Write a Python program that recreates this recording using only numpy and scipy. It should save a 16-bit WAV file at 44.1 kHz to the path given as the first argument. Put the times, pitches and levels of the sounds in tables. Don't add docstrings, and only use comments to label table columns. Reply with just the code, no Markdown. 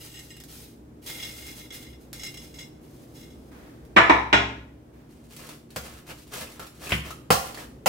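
import sys
import numpy as np
from scipy import signal
from scipy.fft import rfft, irfft
from scipy.io import wavfile
from scipy.ndimage import uniform_filter1d

SR = 44100
rng = np.random.default_rng(int(sys.argv[2]) if len(sys.argv) > 2 else 0)


def wrap_up_sound(samples):
    columns = np.atleast_2d(samples).T
    tamed = np.clip(columns, -1, 1)
    steps = np.round(tamed * 32767).astype(np.int16)
    wavfile.write(sys.argv[1], SR, steps)


N = 347508
TIME = np.arange(N) / SR
RING_TIME = TIME[:SR]

# start in seconds, length in seconds, crackle in dB, plate ring in dB.
RAKES = [(-.02, 0.081, -43.5, -44), (.1, 0.18, -49.5, -47.5), (.28, 0.014, -49.5, -45),
         (.47, .16, -45, -66), (1.01, .05, -53, -64), (1.05, 0.27, -40.5, -41), (1.29, 0.31, -44, -51),
         (1.585, 0.014, -52.5, -44), (1.71, 0.039, -42, -44), (1.79, 0.025, -47, -45),
         (1.99, 0.026, -58, -66), (2.125, 0.088, -47, -44), (2.22, 0.044, -44, -42.5),
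         (2.38, 0.057, -48, -52.5), (2.53, 0.074, -52, -50.5), (2.8, 0.68, -59.5, -75),
         (3.13, .11, -53.5, -53.5), (3.28, .17, -72, -72)]
# time in seconds, snap in dB, plate ring in dB.
SNAPS = [(0.192, -16.5, -13.5), (0.3042, -32, -13), (0.3673, -21.5, -16), (0.402, -17.5, -18),
         (0.4379, -17.5, -42), (1.0635, -20, -35), (1.1, -9, -37), (1.2246, -29, -12), (1.2501, -20, -12),
         (1.4666, -19, -17.5), (1.6294, -35, -37), (1.705, -29, -14.5), (1.8277, -20, -30),
         (2.1305, -8, -39), (2.2355, -14, -18), (2.3425, -19, -19), (2.3726, -20, -15), (2.593, -24, -19),
         (3.21, -29, -26), (3.8517, -32, -47)]
# start in seconds, length in seconds, level in dB.
SCUFFS = [(3.51, 0.18, -53.5), (4.93, 0.079, -61.5)]
# time in seconds, clank in dB, chatter t60 in seconds,
# counter ring in dB, china ring in dB, thud in dB, bright edge in dB.
CLANKS = [(3.963, 24.5, 0.073, 16, 3, 6, 8.5), (4.095, 21.5, 0.024, 15.5, -0.5, 6.5, -7),
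          (4.328, 19.5, 0.047, 2, 9, 10, 13.5)]
# start in seconds, length in seconds, squelch in dB, wet crackle in dB.
STROKES = [(5.07, .21, -66, -60.5), (5.27, 0.099, -58.5, -53), (5.36, 0.17, -47.5, -47),
           (5.68, 0.087, -60, -60), (5.81, 0.18, -48.5, -49), (6.05, 0.059, -45, -45.5),
           (6.15, 0.037, -54, -49), (6.25, 0.077, -60, -54.5), (6.305, 0.11, -39, -37),
           (6.43, 0.19, -49.5, -51), (6.575, 0.063, -45, -50), (6.73, .07, -59, -54.5),
           (6.79, 0.17, -41.5, -38.5), (7.03, 0.029, -40, -38.5), (7.42, 0.05, -43.5, -42),
           (7.55, 0.032, -36.5, -40)]
# time in seconds, tick in dB, plop in dB, pitch in Hz, pocket ring in dB.
POPS = [(5.365, -17, -42, 4400, -37), (5.49, -17, -16.5, 1040, -23), (5.705, -24.5, -47, 4200, -35),
        (6.106, -25, -21, 2860, -18), (6.4718, -22, -27, 2600, -20.5), (6.5182, -22, -42, 2060, -32),
        (6.5955, -15.5, -14.5, 1380, -13), (6.626, -30, -25.5, 1350, -16), (6.6674, -20, -35, 1240, -29),
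        (6.8701, -19, -15.5, 2600, -13), (6.893, -11, -13, 1630, -13), (6.9062, -10.5, -7, 2220, -9),
        (7.1063, -15, -14, 1280, -10), (7.545, -15.5, -13.5, 4400, -18.5), (7.5744, -19, -19, 1800, -16)]
# time in seconds, thud in dB, pot base in dB, blade clack in dB,
# splat in dB, splat t60 in seconds, room tail in dB, left minus right in dB.
KNOCKS = [(5.761, -7, -4, -7.5, -2.5, 0.03, 1.5, 0), (6.920, 5.5, -2.5, 10, -9, 0.067, -0.5, 0.5),
          (7.3043, 0, 17, 8.5, 12.5, 0.15, 1, -0.5), (7.8596, -11, 14, 8, 10, 0.083, 9, 0)]

# frequency in Hz, relative dB touched at the rim, touched in the well,
# struck on its foot, t60 in seconds when struck.
CHINA_MODES = [(1865, -5.5, -14, -6, .2), (2127, -7.5, 1, -14, 0.23), (2823, 0.5, -4.5, -1, 0.26),
               (3390, -12, -2.5, 0.5, .38), (3428, -6, -6, -1, 0.34), (3940, -6.5, -7, -5, 0.4),
               (5125, -2.5, -6.5, -15, 0.21), (5454, -9, -6, -7.5, 0.39), (6490, -8.5, -10.5, -19, 0.2),
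               (6600, -22, -14, -18, 0.45), (7795, -2, -11.5, -17.5, .22), (9870, -24, -23.5, -29.5, .2)]
# frequency in Hz, relative dB, t60 in seconds.
COUNTER_MODES = [(334, -1, .3), (441, -11, .5), (487, -10, .4), (638, -8, .4), (907, -6, .35),
                 (940, -3, .45), (1006, 1, .55), (1183, -10, .4), (1385, -9, .45), (1767, -7, .35),
                 (1837, -7, .3), (1965, -6, .35), (2202, -8, .35)]
# frequency in Hz, relative dB, t60 in seconds.
CUPBOARD_MODES = [(65.4, -1.5, 0.7), (113, -1.5, .75), (181, -10, 0.55), (206, -6, 0.67), (268, -6.5, 0.98),
                  (309, -3, 0.48), (399, -2.5, 0.5)]
# frequency in Hz, relative dB, t60 in seconds.
HOB_MODES = [(69.6, 11, 0.56), (115.3, 7, 0.46), (145.6, 5.5, 0.56), (167, 6.5, 0.5), (217, 2.5, 0.38)]
# frequency in Hz, relative dB, t60 in seconds before the food's damping.
POT_BASE_MODES = [(197, -6, 0.13), (430, -21, 0.16), (520.5, 3.5, 0.042), (601, 1, 0.021),
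                  (783, 1.5, 0.039), (1020, 0.5, 0.047), (1105, -10, 0.22), (1390, -5, 0.038)]
# frequency in Hz, relative dB, t60 in seconds.
POT_WALL_MODES = [(404, -30, 0.055), (497, 1, 0.078), (1230, 2, 0.012), (1420, 2, 0.024), (3100, -2, 0.016)]

# frequency in Hz, dB per Hz.
CRISP_COLOUR = [(400, 3.5), (1000, -4.5), (2000, -1), (4000, 1), (8000, 0), (12000, 0), (16000, -3)]
# frequency in Hz, dB per Hz.
SCUFF_COLOUR = [(300, -4.5), (800, 5), (1800, 2.5), (3000, -5.5), (8000, -13)]
# frequency in Hz, dB per Hz.
CLANK_COLOUR = [(100, -20), (210, -14.5), (340, -8), (520, -10.5), (950, -3.5), (1250, -7), (1900, -5),
                (2600, -12.5), (3200, -20), (4000, -24), (4600, -34.5), (7000, -38.5), (9000, -49),
                (15000, -67)]
# frequency in Hz, dB per Hz.
EDGE_COLOUR = [(800, -3.5), (2600, 8), (3200, 0.5), (4500, -9), (7500, -21.5), (9500, -48.5), (15000, -68)]
# frequency in Hz, dB per Hz.
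SQUELCH_COLOUR = [(100, -1), (300, -2), (520, 4.5), (850, -2), (1400, 0), (2100, -4.5), (3000, -6.5),
                  (4500, -14.5), (9000, -44.5)]
# frequency in Hz, dB per Hz.
WET_COLOUR = [(800, -7.5), (2500, 1.5), (4500, 2), (7000, 0), (11000, -1.5), (16000, -5.5)]
# frequency in Hz, dB per Hz.
BLADE_COLOUR = [(500, -7), (1000, -11.5), (1500, -6.5), (2200, -1), (3100, -2), (3700, -15.5),
                (6000, -29.5), (15000, -34)]
# frequency in Hz, dB per Hz.
SPLAT_COLOUR = [(200, -15), (700, -7), (1400, 6), (2200, -15), (3700, -3.5), (4700, 0.5), (7000, -3),
                (11000, -5.5), (16000, -7)]
# frequency in Hz, dB per Hz.
FAN_COLOUR = [(20, -42), (35, -25.5), (50, -11.5), (63, -3), (90, -16), (125, -8.5), (170, -14.5),
              (280, -9), (480, -17.5), (800, -26), (1500, -35), (4000, -44.5), (15000, -50)]
# time in seconds, rms level in dB.
FAN_LEVELS = [
    [(0.0, -53), (1.04, -49), (3.9, -46.5)],
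    [(4.8, -50), (6.71, -52), (6.85, -47.5)],
]
# frequency in Hz, rms level in dB before the swell.
MOTOR_TONES = [(60, -62.5), (119, -61), (152, -60.5), (233, -60.5), (308, -61)]

RAKE_ATTACK_S, RAKE_SAG_DB_PER_S, RAKE_RELEASE_DB_PER_S = 0.019, 8.5, 149
PUSH_ATTACK_S, PUSH_SAG_DB_PER_S, PUSH_RELEASE_DB_PER_S = 0.038, 24, 192
SCUFF_ATTACK_S, SCUFF_SAG_DB_PER_S, SCUFF_RELEASE_DB_PER_S = 0.011, 8, 63.5
CLUMPS_PER_S, CLUMP_DB = 45, 2
RIM_UNTIL_S, BARE_FROM_S = 0.8, 2.1
BARE_DB_PER_OCTAVE, BARE_PIVOT_HZ = 4, 3000
RIM_TOUCH_DB, HAND_T60_S = -4.5, 0.031
CHATTER_BUILD_S = 0.021
POCKET_T60_S = 0.02
POT_LOW_CUT_HZ = 96
HUM_SWELL_DB = 2.5
MIC_SPACING_M, SOUND_M_PER_S = 0.22, 343
ROOM_T60_S, ROOM_LOW_T60_S = 0.47, 0.41
TOP_HZ = 15800


def undb(db):
    return 10 ** (np.asarray(db) / 20)


def unit(x):
    return x / np.sqrt(np.sum(x ** 2, axis=-1, keepdims=True))


def steady(x):
    return x / np.sqrt(np.mean(x ** 2))


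def fade(t60_s):
    return np.exp(-np.log(1000) * RING_TIME / t60_s)


def gains(table, attack_s, sag_db_per_s, release_db_per_s):
    curves = 0
    for start_s, length_s, *levels_db in table:
        age_s = np.maximum(TIME - start_s, 0)
        swell = np.sin(np.pi / 2 * np.minimum(age_s / attack_s, 1)) ** 2
        overrun_s = np.maximum(age_s - length_s, 0)
        shape = swell * undb(-sag_db_per_s * age_s - release_db_per_s * overrun_s)
        curves = np.maximum(curves, np.outer(undb(levels_db), shape))
    return curves


def clumps():
    knots = np.arange(0, TIME[-1], 1 / CLUMPS_PER_S)
    return undb(CLUMP_DB * np.interp(TIME, knots, rng.standard_normal(len(knots))))


def through(x, response):
    return signal.fftconvolve(np.atleast_2d(x), np.atleast_2d(response), axes=-1)[:, :x.shape[-1]]


def highpass(x, hz, order=2):
    return signal.sosfilt(signal.butter(order, hz, "high", fs=SR, output="sos"), x)


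def colour(x, points, size=4096):
    hz, db = np.transpose(points)
    bins_hz = np.maximum(np.fft.rfftfreq(size, 1 / SR), 1)
    cepstrum = irfft(np.log(undb(np.interp(np.log(bins_hz), np.log(hz), db))))
    cepstrum[1:size // 2] *= 2
    cepstrum[size // 2 + 1:] = 0
    return through(x, irfft(np.exp(rfft(cepstrum))))


def even(x, size=70):
    spectrum = rfft(x)
    power = uniform_filter1d(np.abs(spectrum) ** 2, size, axis=-1)
    return unit(irfft(spectrum / np.sqrt(power), SR) * (RING_TIME < 0.8))


def burst(t60_s):
    return even(rng.standard_normal(SR) * fade(t60_s))


def grains(per_second, spread_db):
    size_db = spread_db * np.minimum(rng.exponential(size=N), 5.2)
    return (rng.random(N) < per_second / SR) * rng.choice([-1, 1], N) * undb(size_db)


def add(track, start_s, sound):
    start = int(start_s * SR)
    track[..., start:start + sound.shape[-1]] += sound[..., :N - start]


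def ticks(table, t60_s, tail_db):
    track = np.zeros(N)
    for start_s, db in table:
        click = undb(tail_db) * burst(t60_s)
        click[0] += 1
        add(track, start_s, undb(db) * click)
    return track


def ring(modes, damping=1, spread=0):
    sound = 0
    for hz, db, t60_s in modes:
        path_rad = min(hz * MIC_SPACING_M * 2 * np.pi / SOUND_M_PER_S, np.pi / 2)
        apart_rad = spread * path_rad * rng.choice([-1, 1])
        wave = np.sin(2 * np.pi * hz * RING_TIME + np.array([[apart_rad], [-apart_rad]]) / 2)
        sound = sound + undb(db) * rng.choice([-1, 1]) * unit(wave * fade(t60_s / damping))
    return unit(sound)


def diffuse(size):
    likeness = np.sinc(2 * np.fft.rfftfreq(size, 1 / SR) * MIC_SPACING_M / SOUND_M_PER_S)
    mid = irfft(rfft(rng.standard_normal(size)) * np.sqrt(1 + likeness), size)
    side = irfft(rfft(rng.standard_normal(size)) * np.sqrt(1 - likeness), size)
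    return np.array([mid + side, mid - side]) / np.sqrt(2)


def kitchen(x, wet_db, early_db, lag_ms=0, pan_db=0):
    noise = diffuse(SR)
    bass = signal.sosfilt(signal.butter(2, 300, fs=SR, output="sos"), noise)
    treble = highpass(noise, 300)
    tail = unit((bass * fade(ROOM_LOW_T60_S) + treble * fade(ROOM_T60_S)) * (1 - fade(0.022)))
    early = unit(diffuse(SR) * fade(0.11) * (1 - fade(0.005)))
    response = undb(wet_db) * tail + undb(early_db) * early
    response[0, int(abs(lag_ms) * SR / 1000)] += 1
    response[1, 0] += 1
    return through(x, even(response) * undb(np.array([[pan_db], [-pan_db]]) / 2))


def scraped_china(contacts):
    pitches_hz, rim_db, well_db, _, _ = np.transpose(CHINA_MODES)
    tilt_db_per_octave = BARE_DB_PER_OCTAVE * (TIME > BARE_FROM_S)
    sound = 0
    for hz, rim, well in zip(pitches_hz, unit(undb(rim_db)), unit(undb(well_db))):
        share = np.where(TIME < RIM_UNTIL_S, undb(RIM_TOUCH_DB) * rim, well)
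        tilt = undb(tilt_db_per_octave * np.log2(hz / BARE_PIVOT_HZ))
        drive = contacts * share * tilt * rng.choice([-1, 1], N)
        pole = np.exp((2j * np.pi * hz - np.log(1000) / HAND_T60_S) / SR)
        level = np.sqrt(2 * (1 - abs(pole) ** 2))
        sound = sound + level * signal.lfilter([1], [1, -pole], drive).imag
    return sound


def onions():
    crackle, scrape = gains(RAKES, RAKE_ATTACK_S, RAKE_SAG_DB_PER_S, RAKE_RELEASE_DB_PER_S) * clumps()
    crisp = crackle * steady(colour(grains(per_second=3500, spread_db=3.5), CRISP_COLOUR))
    taps = ticks([(s, db) for s, _, db in SNAPS], t60_s=0.025, tail_db=-3)
    china = scraped_china(scrape * steady(grains(per_second=700, spread_db=5.5)) + taps)
    snaps = colour(ticks([(s, db) for s, db, _ in SNAPS], t60_s=0.014, tail_db=-8), CRISP_COLOUR)
    raking = kitchen(crisp + china, wet_db=-3.5, early_db=8)
    return raking + kitchen(snaps, wet_db=-2, early_db=4.5, pan_db=-2)


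def fan():
    sound = undb(np.interp(TIME, *np.vstack(FAN_LEVELS).T)) * steady(colour(diffuse(N), FAN_COLOUR))
    knots = np.linspace(0, TIME[-1], 24)
    for hz, db in MOTOR_TONES:
        swell = np.interp(TIME, knots, rng.standard_normal(len(knots)))
        sway = np.interp(TIME, knots, rng.standard_normal(len(knots)))
        tone = np.sqrt(2) * np.sin(2 * np.pi * hz * TIME + 2.1 * sway)
        sound = sound + undb(db + HUM_SWELL_DB * swell) * tone
    return sound


def scuff():
    rub = gains(SCUFFS, SCUFF_ATTACK_S, SCUFF_SAG_DB_PER_S, SCUFF_RELEASE_DB_PER_S)
    return rub * steady(colour(diffuse(N), SCUFF_COLOUR))


def plate_down():
    clatter, rings = np.zeros((1, N)), np.zeros((2, N))
    foot_modes = [(hz, db, t60_s) for hz, _, _, db, t60_s in CHINA_MODES]
    for start_s, clank_db, chatter_s, counter_db, china_db, thud_db, edge_db in CLANKS:
        chatter = burst(chatter_s) * (1 - fade(CHATTER_BUILD_S))
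        add(clatter, start_s, undb(clank_db) * unit(colour(chatter, CLANK_COLOUR)))
        add(clatter, start_s, undb(edge_db) * unit(colour(burst(0.01), EDGE_COLOUR)))
        counter = undb(counter_db) * ring(COUNTER_MODES, spread=0.58)
        china = undb(china_db) * ring(foot_modes, spread=1)
        thud = undb(thud_db) * ring(CUPBOARD_MODES, spread=0.22)
        add(rings, start_s, (counter + china) * (1 - fade(0.0067)))
        add(rings, start_s, thud * (1 - fade(0.1)))
    return kitchen(highpass(clatter, 70), wet_db=5.5, early_db=5.5, lag_ms=0.51) + rings


def pockets():
    track = np.zeros((1, N))
    for start_s, _, _, hz, db in POPS:
        add(track, start_s, undb(db) * unit(np.sin(2 * np.pi * hz * RING_TIME) * fade(POCKET_T60_S)))
    return track


def mash():
    push, stick = gains(STROKES, PUSH_ATTACK_S, PUSH_SAG_DB_PER_S, PUSH_RELEASE_DB_PER_S) * clumps()
    squelch = push * steady(colour(grains(per_second=1500, spread_db=3.5), SQUELCH_COLOUR))
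    drag_gain = undb(-5) * push * np.sqrt(push / push.max())
    wall = through(grains(per_second=970, spread_db=6), ring(POT_WALL_MODES))[0]
    drag = drag_gain * steady(wall)
    wet = stick * steady(colour(grains(per_second=3200, spread_db=4), WET_COLOUR))
    plops = colour(ticks([(s, db) for s, _, db, *_ in POPS], t60_s=0.035, tail_db=9.5), SQUELCH_COLOUR)
    clicks = colour(ticks([(s, db) for s, db, *_ in POPS], t60_s=0.017, tail_db=2), WET_COLOUR)
    food = squelch + drag + wet + pockets() + plops
    return kitchen(food, wet_db=-6.5, early_db=3.5) + kitchen(clicks, wet_db=3, early_db=6.5)


def knocks():
    track = np.zeros((2, N))
    for start_s, thud_db, base_db, blade_db, splat_db, splat_s, room_db, pan_db in KNOCKS:
        base = undb(base_db) * ring(POT_BASE_MODES, damping=2)
        clack = undb(blade_db) * unit(colour(burst(0.029), BLADE_COLOUR))
        spray = burst(0.01) + undb(8.5) * burst(splat_s)
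        splat = undb(splat_db) * unit(colour(spray, SPLAT_COLOUR))
        hit = highpass(base + clack + splat, POT_LOW_CUT_HZ)
        add(track, start_s, kitchen(hit, wet_db=room_db, early_db=5, pan_db=pan_db))
        add(track, start_s, undb(thud_db) * ring(HOB_MODES, spread=0.47) * (1 - fade(0.015)))
    return track


def scene():
    return onions() + fan() + scuff() + plate_down() + mash() + knocks()


def record(dry):
    top_cut = signal.ellip(10, 0.2, 70, TOP_HZ, fs=SR, output="sos")
    return signal.sosfilt(top_cut, np.clip(dry, -1, 1))


dry = scene()
out = record(dry)
wrap_up_sound(out)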